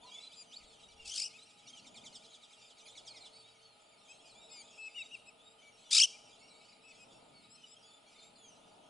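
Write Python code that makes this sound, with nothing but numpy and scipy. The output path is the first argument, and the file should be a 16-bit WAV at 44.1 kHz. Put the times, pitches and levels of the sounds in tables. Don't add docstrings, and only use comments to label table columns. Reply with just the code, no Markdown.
import sys
import numpy as np
from scipy import signal
from scipy.fft import rfft, irfft, next_fast_len
from scipy.io import wavfile
from scipy.ndimage import uniform_filter1d, map_coordinates

SR = 44100
rng = np.random.default_rng(int(sys.argv[2]) if len(sys.argv) > 2 else 0)


def unload_audio(sound):
    columns = np.transpose(np.atleast_2d(sound))
    steps = np.round(np.clip(columns, -1, 1) * 32767)
    wavfile.write(sys.argv[1], SR, steps.astype(np.int16))


N = 392049

# (frequency [Hz], left-right coherence [0-1])
LOW_COHERENCE = [(60, .93), (125, 0.91), (250, 0.72), (1000, 0.18)]


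def amp(db):
    return 10 ** (np.asarray(db) / 20)


def unit_rms(x):
    return x / np.sqrt(np.mean(x ** 2) + 1e-20)


def along(points, hz):
    knots_hz, values = np.transpose(points)
    return np.interp(np.log(hz + 1), np.log(knots_hz), values)


def curves(rows, t):
    knots_s, *columns = np.transpose(rows)
    return [np.interp(t, np.sort(knots_s), column) for column in columns]


def wobble(rate_hz, size):
    knots = rng.standard_normal(int(size * rate_hz / SR) + 4)
    return map_coordinates(knots, [np.arange(size) * rate_hz / SR])


def filtered(x, gain):
    size = x.shape[-1]
    padded = next_fast_len(size + 8192)
    return irfft(rfft(x, padded) * gain(np.fft.rfftfreq(padded, 1 / SR)), padded)[..., :size]


def resonate(x, spectrum, size=2048):
    cepstrum = irfft(np.log(amp(along(spectrum, np.fft.rfftfreq(size, 1 / SR)))))
    cepstrum[1:size // 2] *= 2
    cepstrum[size // 2 + 1:] = 0
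    return signal.fftconvolve(x, irfft(np.exp(rfft(cepstrum))))[:len(x)]


def stereo_noise(gain, coherence=LOW_COHERENCE):
    def mid_side_gain(hz):
        angle = np.arccos(np.clip(along(coherence, hz), 0, 1)) / 2
        return gain(hz) * np.array([np.cos(angle), np.sin(angle)])
    mid, side = filtered(rng.standard_normal((2, N)), mid_side_gain)
    return unit_rms(np.array([mid + side, mid - side]))


def add(track, start_s, sound):
    start = int(np.clip(round(start_s * SR), 0, N))
    track[start:start + len(sound)] += sound[:N - start]


def panned(x, left_db):
    return x * amp([[left_db / 2], [-left_db / 2]])


def echo(x, delay_s):
    return np.pad(x, (int(delay_s * SR), 0))[:N]


def kingfisher():
    # (time [s], pitch [Hz], level [dB], roughness [0-1], period doubling [0-1])
    soft_course = [(1.045, 2200, -54, .3, 1), (1.08, 2450, -47, .5, .7), (1.095, 2850, -45.5, .4, .2),
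                   (1.138, 3300, -44, .25, .1), (1.15, 3000, -42.5, .7, .9), (1.166, 3100, -39.5, .6, .9),
                   (1.18, 2650, -37, .4, .3), (1.209, 2450, -38, .25, .1), (1.218, 2850, -38, .08, 0),
                   (1.232, 2200, -37.5, .3, .1), (1.239, 2800, -40, .07, 0), (1.268, 2780, -43, .06, 0),
                   (1.285, 2700, -54, .06, 0)]
    loud_course = [(5.903, 460, -51, .05, 1), (5.919, 2200, -29.5, .5, 1), (5.927, 2400, -29.5, .25, 1),
                   (5.937, 2620, -23.5, .1, 1), (5.946, 2400, -31, .5, .9), (5.953, 2680, -21, .2, 1),
                   (5.96, 2560, -22.5, .25, 1), (5.965, 2600, -31, .6, .7), (5.972, 2250, -19.5, .08, .05),
                   (5.981, 2650, -24, .45, .9), (5.99, 3000, -23.5, .12, .05), (6.005, 2480, -23, .2, .05),
                   (6.013, 2750, -21.5, .05, 0), (6.034, 3100, -23, .05, 0), (6.047, 2950, -24.5, .1, 0),
                   (6.059, 3000, -39, .1, 0)]
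    soft = squawk(soft_course, squeeze_s=1.1815, tremor_hz=49, dip_oct=.1, swell_db=2.7, smoothing=.35,
                  tilt_db_oct=6, jitter=.15, rasp=.69, attack_s=.0065)
    loud = squawk(loud_course, squeeze_s=6.0025, tremor_hz=55.5, dip_oct=.14, swell_db=2.8,
                  smoothing=.37, tilt_db_oct=3.5, jitter=.14, rasp=.77, attack_s=.002)
    calls = soft + loud
    direct = panned(calls + amp(-20) * echo(calls, delay_s=.007), left_db=2.9)
    return direct + amp(-26.5) * trees(loud + amp(4) * soft, t60_s=.53, build_s=.018)


def squawk(course, squeeze_s, tremor_hz, dip_oct, swell_db, smoothing,
           tilt_db_oct, jitter, rasp, attack_s):
    # (frequency [Hz], gain [dB])
    throat = [(900, -77), (1300, -19), (1800, -14.5), (2600, -9.5), (3100, -1.5), (4300, -2), (5200, -0.5),
              (6300, -10), (7500, -7.5), (8600, -11.5), (9600, -19), (11000, -25)]
    t = np.arange(course[0][0], course[-1][0], 1 / SR)
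    size = len(t)
    hz, db, rough, doubling = curves(course, t)
    cycle = 2 * np.pi * tremor_hz * (t - squeeze_s) + .2 * wobble(110, size)
    squeeze = (np.cos(cycle) + .4 * np.cos(2 * cycle)) * (1 + .25 * wobble(70, size))
    hz = hz * 2 ** (-dip_oct * squeeze * (1 - .7 * doubling))
    db = db + swell_db * squeeze
    rough = np.clip(rough * (1 - smoothing * squeeze), .04, .8)
    tilted = [(f, gain_db + tilt_db_oct * np.log2(f / 5000)) for f, gain_db in throat]
    voice = resonate(syrinx(hz, rough, doubling, jitter, rasp), tilted)
    power = uniform_filter1d(uniform_filter1d(voice ** 2, size=110), size=70)
    envelope = amp(db) * (1 - np.exp((t[0] - t) / attack_s)) * signal.windows.tukey(size, .02)
    out = np.zeros(N)
    add(out, t[0], voice / np.sqrt(np.abs(power) + 1e-12) * envelope)
    return out


def syrinx(hz, rough, doubling, jitter, rasp):
    size = len(hz)
    phase = 2 * np.pi * np.cumsum(hz * np.exp(jitter * rough * wobble(900, size))) / SR
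    k = np.arange(1, 61)[:, None] / 2
    lines = np.where(k % 1, doubling, 1) * (k * hz < SR / 3)
    squeal = np.clip((hz - 2200) / 400, 0, 1) * (1 - doubling)
    smear_rad = (k * hz / 2200) ** 2
    partials = np.cos(k * phase - smear_rad) * lines * amp(-6 * squeal * (k > 2))
    pulses = unit_rms(partials.sum(axis=0) * np.sqrt(hz) * amp(7 * rough * wobble(1200, size)))
    opening = (1 + np.cos(phase)) * (1 + doubling * np.cos(phase / 2))
    hiss = unit_rms(rng.standard_normal(size) * opening)
    return pulses + rasp * np.sqrt(rough) * hiss


def tone(hz, harmonics_db, waver=.003, flutter_db=4.5):
    size = len(hz)
    phase = 2 * np.pi * np.cumsum(hz * (1 + waver * wobble(250, size))) / SR
    return np.sqrt(2) * sum(amp(db + flutter_db * wobble(70, size)) * np.sin(k * phase)
                            for k, db in enumerate(harmonics_db, 1))


def glide(length_s, pitches_hz, harmonics_db, taper=.3):
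    progress = np.linspace(0, 1, max(int(length_s * SR), 64))
    hz = np.polyval(np.polyfit([0, .5, 1], pitches_hz, 2), progress)
    return tone(hz, harmonics_db) * signal.windows.tukey(len(hz), taper)


def whistlers(arch=.04, third_re_second_db=-10.5):
    # (start [s], length [s], first pitch [Hz], last pitch [Hz], level [dB], 2nd harmonic re 1st [dB])
    notes = [(.025, .08, 930, 1000, -60.5, -21), (0.027, 0.083, 4500, 3550, -59.5, -26),
             (0.108, 0.1, 3140, 3470, -56.5, -10), (.196, 0.093, 3780, 3970, -59, -9.5),
             (0.313, 0.052, 2800, 4430, -59, -9), (0.518, .038, 2720, 4030, -55, -10),
             (.558, 0.018, 4220, 4420, -52, -28), (0.987, 0.095, 2810, 2490, -62, -29),
             (1.323, 0.14, 3045, 4240, -67, -5), (1.663, 0.054, 2610, 3280, -66, 4),
             (1.723, 0.087, 3230, 2600, -60, -7.5), (2.787, .19, 2683, 3880, -66, -4.5),
             (3.103, 0.027, 4330, 3980, -56, -20), (3.206, 0.025, 4160, 4000, -58.5, -13),
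             (3.31, 0.134, 4300, 4380, -63.5, -12), (3.416, 0.1, 3440, 3800, -67.5, -19.5),
             (3.614, .16, 4470, 3870, -71, -27), (4.329, 0.16, 3150, 3950, -65, -9),
             (4.952, 0.13, 3640, 3670, -60, -9), (7.342, 0.068, 4440, 4150, -63, -20),
             (7.614, 0.052, 2900, 2820, -63.5, -14), (7.8, .125, 4950, 4270, -72, -19),
             (7.818, 0.18, 3240, 3480, -69, -2.5), (8.061, 0.051, 4230, 4230, -68, -23),
             (8.21, 0.088, 3390, 3730, -68.5, -0.5), (8.35, 0.21, 3600, 2694, -70.5, 1)]
    out = np.zeros(N)
    for start_s, length_s, first_hz, last_hz, db, overtone_db in notes:
        middle_hz = (first_hz + last_hz) / 2 * (1 + arch)
        levels_db = [db, db + overtone_db, db + overtone_db + third_re_second_db]
        add(out, start_s, glide(length_s, [first_hz, middle_hz, last_hz], levels_db))
    return out


def peepers(rise_s=.022, fall_s=.024, scoop=.1455, drop=.18, fade_in_db=11, fade_out_db=26, swell_db=6):
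    # (start [s], length [s], first pitch [Hz], last pitch [Hz], fundamental [dB],
    # overtones before the throat [dB])
    notes = [(0.373, 0.055, 2440, 2396, -73, -58), (0.561, .035, 2460, 2440, -83, -66),
             (1.345, 0.026, 2470, 2650, -59, -80), (4.098, 0.023, 2520, 2625, -58.5, -67.5),
             (4.52, 0.1, 2570, 2270, -63.5, -58.5), (4.794, 0.089, 2626, 2582, -47.5, -70),
             (4.964, .055, 2944, 2600, -45, -65), (5.132, 0.021, 2880, 2670, -45.5, -66),
             (5.281, 0.014, 2610, 2560, -57.5, -68), (5.632, 0.071, 2300, 2290, -63.5, -89),
             (6.138, 0.021, 2370, 2420, -59.5, -75), (6.852, 0.067, 2616, 2560, -62, -75),
             (6.998, 0.043, 2550, 2514, -64, -72), (7.506, 0.059, 2520, 2720, -88, -67),
             (7.675, 0.068, 2450, 2620, -88, -68.5)]
    # (frequency [Hz], gain [dB])
    throat = [(4000, -12), (4850, 2), (5300, 1.5), (7100, -4.5), (7700, 5.5), (8800, -4), (10500, -22)]
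    out = np.zeros(N)
    for start_s, length_s, first_hz, last_hz, db, overtones_db in notes:
        end_s = start_s + length_s
        t = np.arange(start_s - rise_s, end_s + fall_s, 1 / SR)
        before = np.clip((start_s - t) / rise_s, 0, 1)
        after = np.clip((t - end_s) / fall_s, 0, 1)
        bend = 1 - scoop * before ** 2 - drop * after ** .69
        hz = np.interp(t, [start_s, end_s], [first_hz, last_hz]) * bend
        levels_db = [db] + [overtones_db + along(throat, k * hz) for k in range(2, 5)]
        held_db = swell_db * np.interp(t, [start_s, end_s], [-.5, .5])
        shape_db = held_db - fade_in_db * before - fade_out_db * np.sqrt(after)
        envelope = amp(shape_db) * signal.windows.tukey(len(t), .1)
        add(out, t[0], tone(hz, levels_db, flutter_db=1.44) * envelope)
    return out


def chatterer(gain_db=-13):
    # (start [s], relative level [dB])
    run = [(1.655, -51.5), (1.747, -49), (1.844, -46.5), (1.942, -44), (2.037, -43.5), (2.126, -45),
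           (2.222, -48), (2.317, -50), (2.409, -52), (2.503, -52), (2.589, -55), (2.68, -52), (2.77, -50.5),
           (2.855, -47.5), (2.952, -43.5), (3.048, -43.5), (3.141, -45), (3.232, -46.5)]
    # (time [s], pitch [Hz], relative level [dB])
    chip = [(0, 2450, -30), (.002, 2390, -7.5), (.012, 2240, -6), (.02, 2030, -3), (.032, 1760, 0.5),
            (.045, 1543, -7), (.059, 1506, -28.5)]
    # (frequency [Hz], gain [dB])
    throat = [(1600, -36), (2000, -22), (2350, 4), (3500, 3), (4500, 0), (5600, -5.5), (7500, -5.5),
              (10000, -16)]
    out = np.zeros(N)
    chip_hz, shape_db = curves(chip, np.arange(0, chip[-1][0], 1 / SR))
    opening = [(start_s, -55) for start_s in np.arange(.03, 1.6, .096)]
    for start_s, db in opening + list(run):
        hz = chip_hz * np.exp(.02 * rng.standard_normal())
        levels_db = [along(throat, k * hz) for k in range(1, 6)]
        note = tone(hz, levels_db, waver=.028, flutter_db=3.5)
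        add(out, start_s, note * amp(db + gain_db + shape_db))
    return out


def far_birds(count=640):
    # (frequency [Hz], gain [dB])
    colour = [(1950, 12), (2400, -7), (3400, 0.5), (4600, 0.5), (6000, -1.5), (7500, -1.5), (10500, -14)]
    # (time [s], level [dB])
    chorus = [(0, -62), (1.5, -66), (3.3, -65.5), (3.8, -70.5), (4.3, -62), (5.6, -65.5), (6.6, -64),
              (7.2, -69.5), (8.3, -66.5), (8.89, -73)]
    out = np.zeros(N)
    for when, length, height, near in rng.random((count, 4)):
        pitches_hz = (2350 + 2000 * height ** 2) * np.exp(rng.standard_normal(3) * [.09, .04, .11])
        levels_db = 9 * near - np.array([0, 4, 8])
        add(out, when * N / SR, glide(.03 + .11 * length ** 2, pitches_hz, levels_db, taper=.6))
    out = filtered(out, lambda hz: amp(along(colour, hz)))
    blurred = unit_rms(out + .5 * trees(out, t60_s=.3, build_s=.01))
    return blurred * amp(curves(chorus, np.arange(N) / SR)[0])


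def trees(x, t60_s, build_s):
    colour = [(2000, 2.2), (5500, 1), (11000, 4.2)]  # (frequency [Hz], gain [dB])
    t = np.arange(SR) / SR
    noise = rng.standard_normal((3, SR))
    tail = (noise[0] + .16 * noise[1:]) * amp(-60 * t / t60_s) * (1 - np.exp(-t / build_s))
    tail = filtered(tail / np.linalg.norm(tail[0]), lambda hz: amp(along(colour, hz)))
    return signal.fftconvolve(x[None], tail, axes=1)[:, :N]


def machinery(bed_db=-67, drift_db=1.97):
    # (frequency [Hz], relative density [dB])
    bed_colour = [(20, -15), (80, -16.5), (170, -11.5), (270, -6), (345, -11), (400, -7.5), (520, -8),
                  (640, 0.5), (760, -5), (860, -3), (980, -8), (1130, -16.5), (1450, -15.5), (1700, -34)]
    # (centre [Hz], width [Hz], rms level [dB])
    drones = [(118.9, 6.7, -86.5), (447.6, 3.7, -79), (454, 35, -80.5), (823, 13, -78), (1232, 50, -77.5),
              (1288, 47, -79.5), (1415, 100, -82.5)]

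    def drone_gain(hz):
        return np.sqrt(sum(amp(2 * db) / width_hz / (1 + (2 * (hz - centre_hz) / width_hz) ** 2) ** 2
                           for centre_hz, width_hz, db in drones))
    bed = amp(bed_db + drift_db * wobble(3.065, N)) * stereo_noise(lambda hz: amp(along(bed_colour, hz)))
    drone_rms = np.linalg.norm([amp(db) for _, _, db in drones])
    return bed + drone_rms * stereo_noise(drone_gain)


def rumble(gain_db=-3):
    # (time [s], relative level [dB])
    swells = [(0, -74.5), (1.6, -73.5), (2.05, -62), (2.5, -83.5), (6.9, -74), (7.35, -64.5), (7.9, -79),
              (8.6, -68), (8.89, -72.5)]
    # (frequency [Hz], relative density [dB])
    colour = [(50, -23), (125, -5.5), (240, 2), (450, -16), (1500, -75.5)]
    swell_db = curves(swells, np.arange(N) / SR)[0]
    return amp(swell_db + gain_db) * stereo_noise(lambda hz: amp(along(colour, hz)))


def wind(gain_db=-1):
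    # (time [s], relative level [dB])
    puffs = [(0, -64), (.06, -100), (.55, -95), (.63, -68), (.78, -84), (.95, -67), (1.1, -69.5),
             (1.3, -96)]
    # (frequency [Hz], relative density [dB])
    colour = [(30, -7), (70, -2.5), (160, -31), (800, -71.5)]
    puff_db = np.interp(np.arange(N) / SR, *np.transpose(puffs), right=-110)
    return amp(puff_db + gain_db) * stereo_noise(lambda hz: amp(along(colour, hz)))


def air(level_db=-69):
    # (frequency [Hz], relative density [dB])
    colour = [(940, -63.5), (1600, -13), (2020, -10.5), (3030, -2), (3390, -7.5), (3760, -5.5),
              (6510, -24.5), (10100, -10.5), (11000, -23.5), (14300, -50), (22000, -120)]
    hiss = stereo_noise(lambda hz: amp(along(colour, hz)), coherence=[(2000, .177), (9000, .73)])
    return amp(level_db) * hiss


def scene():
    squawks = kingfisher()
    whistles, peeps, chatter = whistlers(), peepers(), chatterer()
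    chatter = chatter + amp(-5) * echo(chatter, delay_s=.012)
    birds = panned(whistles + chatter, left_db=-1) + panned(peeps, left_db=4) + far_birds()
    scatter = amp(-13) * trees(whistles + .5 * peeps + chatter, t60_s=.86, build_s=.012)
    background = panned(machinery() + rumble() + wind(), left_db=1.1) + air()
    return squawks + birds + scatter + background


def record(dry, top_hz=11080):
    # (frequency [Hz], left port lead [rad])
    port_lead = [(8500, 0.08), (10000, 0.5)]
    sides = np.array([[.5], [-.5]])
    return filtered(dry, lambda hz: (hz < top_hz) * np.exp(1j * sides * along(port_lead, hz)))


dry = scene()
out = record(dry)
unload_audio(out)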